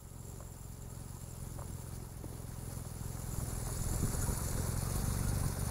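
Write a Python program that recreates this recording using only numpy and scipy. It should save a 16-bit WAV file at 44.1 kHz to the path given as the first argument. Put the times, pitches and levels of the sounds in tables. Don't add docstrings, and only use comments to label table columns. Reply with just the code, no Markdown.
import sys
import numpy as np
from scipy import signal
from scipy.fft import rfft, irfft
from scipy.io import wavfile
from scipy.ndimage import uniform_filter1d

SR = 44100
rng = np.random.default_rng(int(sys.argv[2]) if len(sys.argv) > 2 else 0)


def transcribe(u):
    v = np.clip(np.atleast_2d(u).T, -1, 1)
    q = np.round(v * 32767).astype(np.int16)
    wavfile.write(sys.argv[1], SR, q)


N = 251370
TIME, FREQS = np.arange(N) / SR, np.fft.rfftfreq(N, 1 / SR)


def amp(db):
    return 10 ** (np.asarray(db) / 20)


def unit(x):
    return x / np.sqrt(np.mean(x ** 2) + 1e-20)


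def curve(table):
    return np.interp(TIME, *np.transpose(table))


def response(table, hz, column=1):
    columns = np.transpose(table)
    knots, db = columns[0], columns[column]
    knots = np.r_[knots[0] / 4, knots, knots[-1] * 3]
    db = np.r_[db[0] - 20, db, db[-1] - 35]
    return amp(np.interp(np.log(hz + 1), np.log(knots + 1), db))


def colour(x, table, column=1):
    return unit(irfft(rfft(x) * response(table, FREQS, column), N))


def impulse_response(table, column, size=16384):
    log_gain = np.log(response(table, abs(np.fft.fftfreq(size, 1 / SR)), column))
    return np.fft.ifft(np.exp(signal.hilbert(log_gain).conj())).real[:size // 4]


def drift(rate_hz):
    return unit(irfft(rfft(rng.standard_normal(N)) * np.exp(-(FREQS / rate_hz) ** 2), N))


def grains(per_s, spread_db):
    size = amp(spread_db * np.minimum(rng.exponential(1, N), 4))
    return unit(size * rng.choice([-1, 1], N) * (rng.random(N) < per_s / SR))


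def flutter(x, depth_db, width_hz=900, length_s=0.03):
    hz, t, bands = signal.stft(x, SR, nperseg=256, noverlap=192)
    field = rng.standard_normal(bands.shape)
    field = uniform_filter1d(field, max(1, round(width_hz / hz[1])), axis=0)
    field = unit(uniform_filter1d(field, max(1, round(length_s / t[1])), axis=1))
    return unit(signal.istft(bands * amp(depth_db * field), SR, nperseg=256, noverlap=192)[1][:N])


def swell_power(events):
    return sum(amp(db) ** 2 * np.exp(-((TIME - s) / half_s) ** 2) for s, half_s, db in events)


# time in seconds, distance from the microphone in metres.
PATH = [(0, 10.7), (1.2, 8.9), (2.5, 8.54), (3.2, 7.85), (3.6, 5.34), (4.15, 4.03), (5.7, 3.55)]
# time in seconds, effort in dB.
EFFORT = [(0.04, -5.5), (0.32, -1), (0.58, -3.5), (0.85, -3.5), (0.97, -1), (1.18, -1.5), (1.65, -0.9),
          (1.95, 0), (2.14, -3.5), (2.33, 0), (2.55, -0.5), (2.74, 1.5), (2.9, -0.5), (3.02, 2), (5.35, 2),
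          (5.55, 1)]
CLOSE_M, FAR_M = 3, 9.9


def carried_db(falloff, effort):
    return -20 * falloff * np.log10(curve(PATH) / CLOSE_M) + effort * curve(EFFORT)


def nearness():
    return np.clip((FAR_M - curve(PATH)) / (FAR_M - CLOSE_M), 0, 1)


def approaching(x, table):
    near = nearness()
    return (1 - near) * colour(x, table) + near * colour(x, table, column=2)


def tailpipe_aim(pass_s=4.78, swing_s=0.2):
    return .5 + .5 * np.tanh((TIME - pass_s) / swing_s)


# time in seconds, four-stroke cycles per second.
ENGINE_SPEED = [(0.0, 22.962), (0.24, 21.959), (0.3, 22.709), (0.38, 23.038), (0.48, 21.631), (0.8, 22.55),
                (0.88, 21.444), (1.12, 23.37), (1.28, 20.421), (1.38, 21.706), (1.6, 22.042),
                (1.68, 20.847), (1.88, 22.071), (2.14, 21.32), (2.4, 21.443), (2.66, 21.097),
                (2.72, 22.559), (2.88, 19.794), (2.98, 21.4), (3.12, 22.107), (3.34, 20.54), (3.4, 21.104),
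                (3.62, 20.477), (3.76, 21.569), (3.84, 20.815), (3.88, 21.532), (4.14, 20.914),
                (4.32, 22.877), (4.58, 21.556), (4.62, 21.799), (4.74, 21.072), (4.94, 24.338),
                (5.18, 23.535), (5.38, 24.747), (5.52, 22.377), (5.7, 25.779)]


def engine_cycles():
    return np.cumsum(curve(ENGINE_SPEED)) / SR + .484


def exhaust_db(close_db=-38.0):
    acceleration = uniform_filter1d(np.gradient(curve(ENGINE_SPEED)) * SR, size=SR // 10)
    return close_db + carried_db(falloff=0.72, effort=0.74) - 0.04 * acceleration + 1.5 * tailpipe_aim()


# time in seconds, change of level in dB.
FALTERS = [(.03, -4), (.068, -3.5), (.445, -7), (.56, -4), (1.19, -6), (2.07, -1.5), (5.545, -5)]


def burn_db(spread_db=1.05):
    falter = sum(db * np.exp(-((TIME - s) / .03) ** 2) for s, db in FALTERS)
    return falter + spread_db * rng.standard_normal(N)


def firings(cycles, db):
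    count = np.floor(cycles)
    return np.diff(count, prepend=count[0]) * amp(db)


# frequency in Hz, gain in dB for the stronger cylinder, then for the weaker.
SILENCER_RESPONSE = [(18, -56, -9), (43, -5, 0), (70, 0, -3.5), (98, 4.5, -4.5), (128, 4.5, -6),
                     (175, -3.5, -13), (215, -6, -14), (255, -12.5, -22), (320, -21, -31), (400, -22, -43),
                     (500, -50, -51), (1030, -64, -64)]


def exhaust(cycles, strong_db):
    lag_cycles = .618 + .007 * drift(12)
    weak_db = 0.8 + 2 * tailpipe_aim() + 1.8 * rng.standard_normal(N)
    strong_pulses, weak_pulses = firings(cycles, strong_db), firings(cycles - lag_cycles, weak_db)
    strong = signal.oaconvolve(strong_pulses, impulse_response(SILENCER_RESPONSE, column=1))[:N]
    weak = signal.oaconvolve(weak_pulses, impulse_response(SILENCER_RESPONSE, column=2))[:N]
    return -amp(exhaust_db()) * unit(strong + weak)


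def pipe_ring(cycles, strong_db, hz=395, t60_s=0.042, lag_cycles=.045, puff_cycles=0.13):
    late = cycles - lag_cycles
    pulses = unit(firings(late, strong_db + rng.standard_normal(N)))
    gas = unit(rng.standard_normal(N) * np.exp(-(late % 1) / puff_cycles))
    t = TIME[:SR // 10]
    mode = amp(-60 * t / t60_s) * np.sin(2 * np.pi * hz * t)
    note = unit(signal.oaconvolve(pulses + 0.75 * gas, mode)[:N])
    return amp(exhaust_db() - 23.0 + 2.5 * nearness()) * note


VALVE_BURSTS = [(.135, 0.14, 0.17, 0.74), (0.549, 0.13, 1.24, 0.62), (0.81, 0.081, 1, 0.79)]


def valve_beat(cycles, steady, column):
    power = steady ** 2
    for burst in VALVE_BURSTS:
        phase = cycles - burst[0]
        age = 3 * (phase % 1) / burst[1]
        force = rng.uniform(.55, 1.45, 200)[np.floor(phase).astype(int) + 1]
        power = power + (burst[column] * force * age * np.exp(1 - age)) ** 2
    return unit(np.sqrt(power))


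def repeating_contacts(cycles, size=2048):
    place = (cycles % 1) * size
    return unit(np.interp(place, np.arange(size), rng.standard_normal(size), period=size))


# frequency in Hz, relative level in dB far off, then close by.
CLATTER_SPECTRUM = [(160, -2.5, 6.5), (310, 5.5, 3.5), (406, 5.5, 6.5), (537, -4.5, 5.5), (528, 6.5, 5.5),
                    (662, -4, 0), (735, 0, 5.5), (844, -2, 2), (996, -2, 2.5), (1140, -7.5, 0.5),
                    (1250, -3, -0.5), (1474, -9.5, -0.5), (1890, -14.5, -8), (2520, -19, -11.5),
                    (3100, -19, -26), (5000, -17, -20.5)]


def clatter(cycles, gain_db=-47.0):
    contacts = .4 * repeating_contacts(cycles) + rng.standard_normal(N)
    rattle = unit(contacts * valve_beat(cycles, steady=1.0, column=2))
    gravel = grains(per_s=300, spread_db=2.0)
    drive = flutter(rattle + 0.41 * gravel, depth_db=1.58, width_hz=400, length_s=0.031)
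    return amp(gain_db + carried_db(falloff=0.92, effort=0.74)) * approaching(drive, CLATTER_SPECTRUM)


# frequency in Hz, relative level in dB far off, then close by.
HISS_SPECTRUM = [(1850, -11, -10.5), (3030, -13, -22.5), (3670, -14.5, -12), (4420, -8.5, -3.5),
                 (4770, -12.5, -10.5), (6400, -7.5, -5.5), (7070, -4.5, -4), (7950, -9, -9.5),
                 (8040, -16, -14), (9080, -4, -1), (9850, 1, 1), (11600, -6.5, -8), (12600, -6.5, -6),
                 (14500, -13, -13), (16100, -2, -12.5)]


def hiss(cycles, gain_db=-46.0):
    beat = valve_beat(cycles, steady=0.89, column=3) * amp(1.06 * drift(40))
    ticks = beat * (rng.standard_normal(N) + 0.44 * grains(per_s=2600, spread_db=3.0))
    t = TIME[:SR // 50]
    fins = rng.standard_normal(len(t)) * np.exp(-t / .003)
    ringing = signal.oaconvolve(ticks, fins / np.linalg.norm(fins))[:N]
    drive = flutter(ticks + .28 * ringing, depth_db=1.52)
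    return amp(gain_db + carried_db(falloff=1.0, effort=0.95)) * approaching(drive, HISS_SPECTRUM)


# frequency and half-width in Hz, relative level in dB far off, then close by.
METAL_MODES = [(6874, 270, -5, 1.5), (7240, 50, -4.5, -2.5), (7480, 190, 0.5, -5.5), (7860, 140, -10, 1),
               (10510, 900, -0.5, 3)]
# time in seconds, added gain in dB.
METAL_GAIN = [(0.05, -3.5), (0.35, -0.5), (1.4, -3.5), (2.4, -9.5), (3.9, 3), (4.55, 0), (4.75, -4),
              (5.7, -17)]


def metal_ring(cycles, gain_db=-51.5, waver_db=3.2):
    near, beat = nearness(), valve_beat(cycles, steady=0.31, column=3)
    ring, power = np.zeros(N), np.zeros(N)
    for centre, width, far_db, near_db in METAL_MODES:
        rub = rng.standard_normal(N) * beat * amp(waver_db * drift(34))
        mode = unit(irfft(rfft(rub) / (1 + 1j * (FREQS - centre) / width) ** 2, N))
        weight = amp(far_db + near * (near_db - far_db))
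        ring += weight * mode
        power += weight ** 2
    level_db = gain_db + carried_db(falloff=0.57, effort=0.73) + curve(METAL_GAIN)
    return amp(level_db) * ring / np.sqrt(power)


# time of the peak and half-length in seconds, peak level in dB.
WIND_GUSTS = [(1.467, 0.03, -55), (1.673, 0.11, -48.5), (3.394, 0.072, -43.5), (3.82, 0.25, -42),
              (4.084, 0.29, -40.5), (4.312, 0.24, -40), (5.06, 0.05, -39.5), (5.31, 0.17, -41.5)]
# frequency in Hz, relative level in dB.
RUMBLE_SPECTRUM = [(8, -44), (22, -5), (42, -0.5), (80, -4), (130, -13), (200, -15), (300, -22), (600, -51),
                   (1500, -55)]


def wind(breeze_db=-59, draught_db=10.5):
    power = amp(breeze_db + draught_db * nearness()) ** 2 + swell_power(WIND_GUSTS)
    eddies = rng.standard_normal(N) * amp(2.0 * drift(13.5))
    return np.sqrt(power) * colour(eddies, RUMBLE_SPECTRUM)


def impacts(events, modes, scrape, scrape_s, soft_hz=1700):
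    t, out = TIME[:SR // 8], np.zeros(N)
    cushion = signal.butter(2, soft_hz, fs=SR, output="sos")
    for start_s, db, pitch in events:
        ring = sum((-1) ** k * amp(level - 60 * t / t60) * np.sin(2 * np.pi * hz * pitch * t)
                   for k, (hz, level, t60) in enumerate(modes))
        friction = rng.standard_normal(len(t)) * np.exp(-t / scrape_s)
        blow = (t == 0) + scrape * friction / np.linalg.norm(friction)
        sound = signal.sosfilt(cushion, signal.fftconvolve(blow, ring)[:len(t)])
        part = out[round(start_s * SR):][:len(t)]
        part += (amp(db) * sound / abs(sound).max())[:len(part)]
    return out


# start in seconds, peak level in dB, pitch factor.
STONE_HITS = [(.403, -39.5, 1.03), (.4075, -47, 0.88), (.4255, -49, 1.2), (1.585, -45, 1), (1.5905, -39, 1),
              (1.611, -46, 0.99), (1.6195, -34, 0.95), (2.849, -42.5, 1.03), (3.1715, -44, 1.33),
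              (3.3435, -42.5, 0.96), (3.399, -40.5, 1), (3.668, -37, 1.2), (3.6895, -35.5, 1.06),
              (3.936, -44, 0.56), (4.149, -39, 0.88), (4.281, -35, 0.91), (5.369, -39, 0.87)]
# frequency in Hz, relative level in dB, 60 dB decay time in seconds.
STONE_RESONANCES = [(586, 9.5, 0.053), (750, 9.5, 0.016), (1037, 12, 0.017), (1310, 6, 0.019),
                    (1610, 1, 0.015)]


def stone_knocks():
    return impacts(STONE_HITS, STONE_RESONANCES, scrape=0.45, scrape_s=0.005, soft_hz=2200)


# start in seconds, peak level in dB, pitch factor.
JOLTS = [(1.4395, -38, 1.5), (1.4695, -52, 0.9), (1.6315, -42, 1.1), (1.689, -42, 1.8), (1.6965, -42, 2.2),
         (3.3838, -32, 0.54), (3.419, -34, 1.6), (3.812, -34, 0.39), (3.8705, -33, 0.42), (3.935, -26, 1.3),
         (4.0295, -22, 1.5), (4.0412, -23, 1.4), (4.139, -26.5, 0.96), (4.2965, -25.5, 1.2),
         (4.3265, -39, 1.6), (5.463, -22, 1.3)]
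# frequency in Hz, relative level in dB, 60 dB decay time in seconds.
THUMP_RESONANCES = [(83, 12, 0.02), (173, -18, 0.0096)]


def thumps():
    return impacts(JOLTS, THUMP_RESONANCES, scrape=0.25, scrape_s=0.0041)


# time of the peak and half-length in seconds, peak level in dB.
GRAVEL_PATCHES = [(1.46, 0.031, -57), (2.73, 0.056, -55), (3.39, 0.039, -49.5), (3.5, 0.073, -65),
                  (3.935, 0.011, -45.5), (4.135, 0.02, -46), (4.225, 0.013, -44), (4.3, 0.037, -50),
                  (4.68, 0.012, -46), (4.96, 0.013, -43.5)]
# frequency in Hz, relative level in dB.
GRAVEL_SPECTRUM = [(300, 3.5), (600, -2.5), (1300, -7.5), (2200, -18.5), (3100, -23), (4400, -16.5),
                   (5500, -17), (7300, -4), (8400, -18), (10000, -0.5), (15000, -17)]


def gravel_crunch():
    shower = colour(grains(per_s=1100, spread_db=-1.0), GRAVEL_SPECTRUM)
    return np.sqrt(swell_power(GRAVEL_PATCHES)) * shower


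# start in seconds, peak level in dB, pitch factor.
BUMPS = [(2.241, -33.5, 1.0), (4.0365, -29.5, 0.696)]
# frequency in Hz, relative level in dB, 60 dB decay time in seconds.
CHASSIS_RESONANCES = [(302, 2, 0.053), (575, 1, 0.047), (730, -9, 0.03), (915, -6, 0.032)]


def chassis_clunks():
    return impacts(BUMPS, CHASSIS_RESONANCES, scrape=0.44, scrape_s=0.0072)


# start in seconds, level in dB, frequency in Hz.
PANEL_NOTES = [(4.228, -45.5, 1410), (4.268, -39, 949), (4.303, -48, 1340), (4.355, -46, 935),
               (4.852, -43.5, 1224), (4.893, -48, 1206), (4.935, -45, 1085), (5.02, -46, 785),
               (5.265, -45.5, 1427), (5.315, -44, 808), (5.43, -41, 1038), (5.495, -45, 962)]


def panel_jangles(rise_s=.004, t60_s=.15):
    out = np.zeros(N)
    for start_s, db, hz in PANEL_NOTES:
        t = np.maximum(TIME - start_s, 0)
        envelope = (1 - np.exp(-t / rise_s)) * amp(db - 60 * t / t60_s)
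        out += envelope * np.sin(2 * np.pi * hz * t)
    return out


# start in seconds, peak level in dB, pitch factor.
PEBBLE_HITS = [(4.5111, -33.5, 1.03), (5.1062, -45, 0.94), (5.1282, -39, 0.89), (5.2973, -40, 0.97),
               (5.5248, -43, 0.86)]
# frequency in Hz, relative level in dB, 60 dB decay time in seconds.
PEBBLE_RESONANCES = [(4030, -3.5, .008), (4480, -7.5, .01), (5440, -4, .004), (6800, 6, .004),
                     (9800, 0, .003)]


def pebble_snaps():
    return impacts(PEBBLE_HITS, PEBBLE_RESONANCES, scrape=1.0, scrape_s=0.004, soft_hz=9000)


def scene():
    cycles, strong_db = engine_cycles(), burn_db()
    passed = .5 + .5 * np.tanh((TIME - 4.7) / 0.42)
    valve_cycles = cycles - 0.085 * passed
    thudding = exhaust(cycles, strong_db) + pipe_ring(cycles, strong_db)
    engine = clatter(valve_cycles) + hiss(valve_cycles) + metal_ring(valve_cycles)
    ground = stone_knocks() + gravel_crunch() + pebble_snaps()
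    frame = chassis_clunks() + thumps() + panel_jangles()
    return (thudding + engine + ground + frame + wind())[None]


def record(dry, whine_hz=13701, whine_db=-73.5, cutoff_hz=15720):
    phase = 2 * np.pi * np.cumsum(whine_hz + 3.4 * drift(9.0)) / SR
    whine = amp(whine_db + 2.0 * drift(6.5)) * np.sqrt(2) * np.sin(phase)
    low_pass = signal.firwin(1023, cutoff_hz, window=("kaiser", 9), fs=SR)
    return signal.oaconvolve(dry + whine, low_pass[None], "same")


dry = scene()
out = record(dry)
transcribe(out)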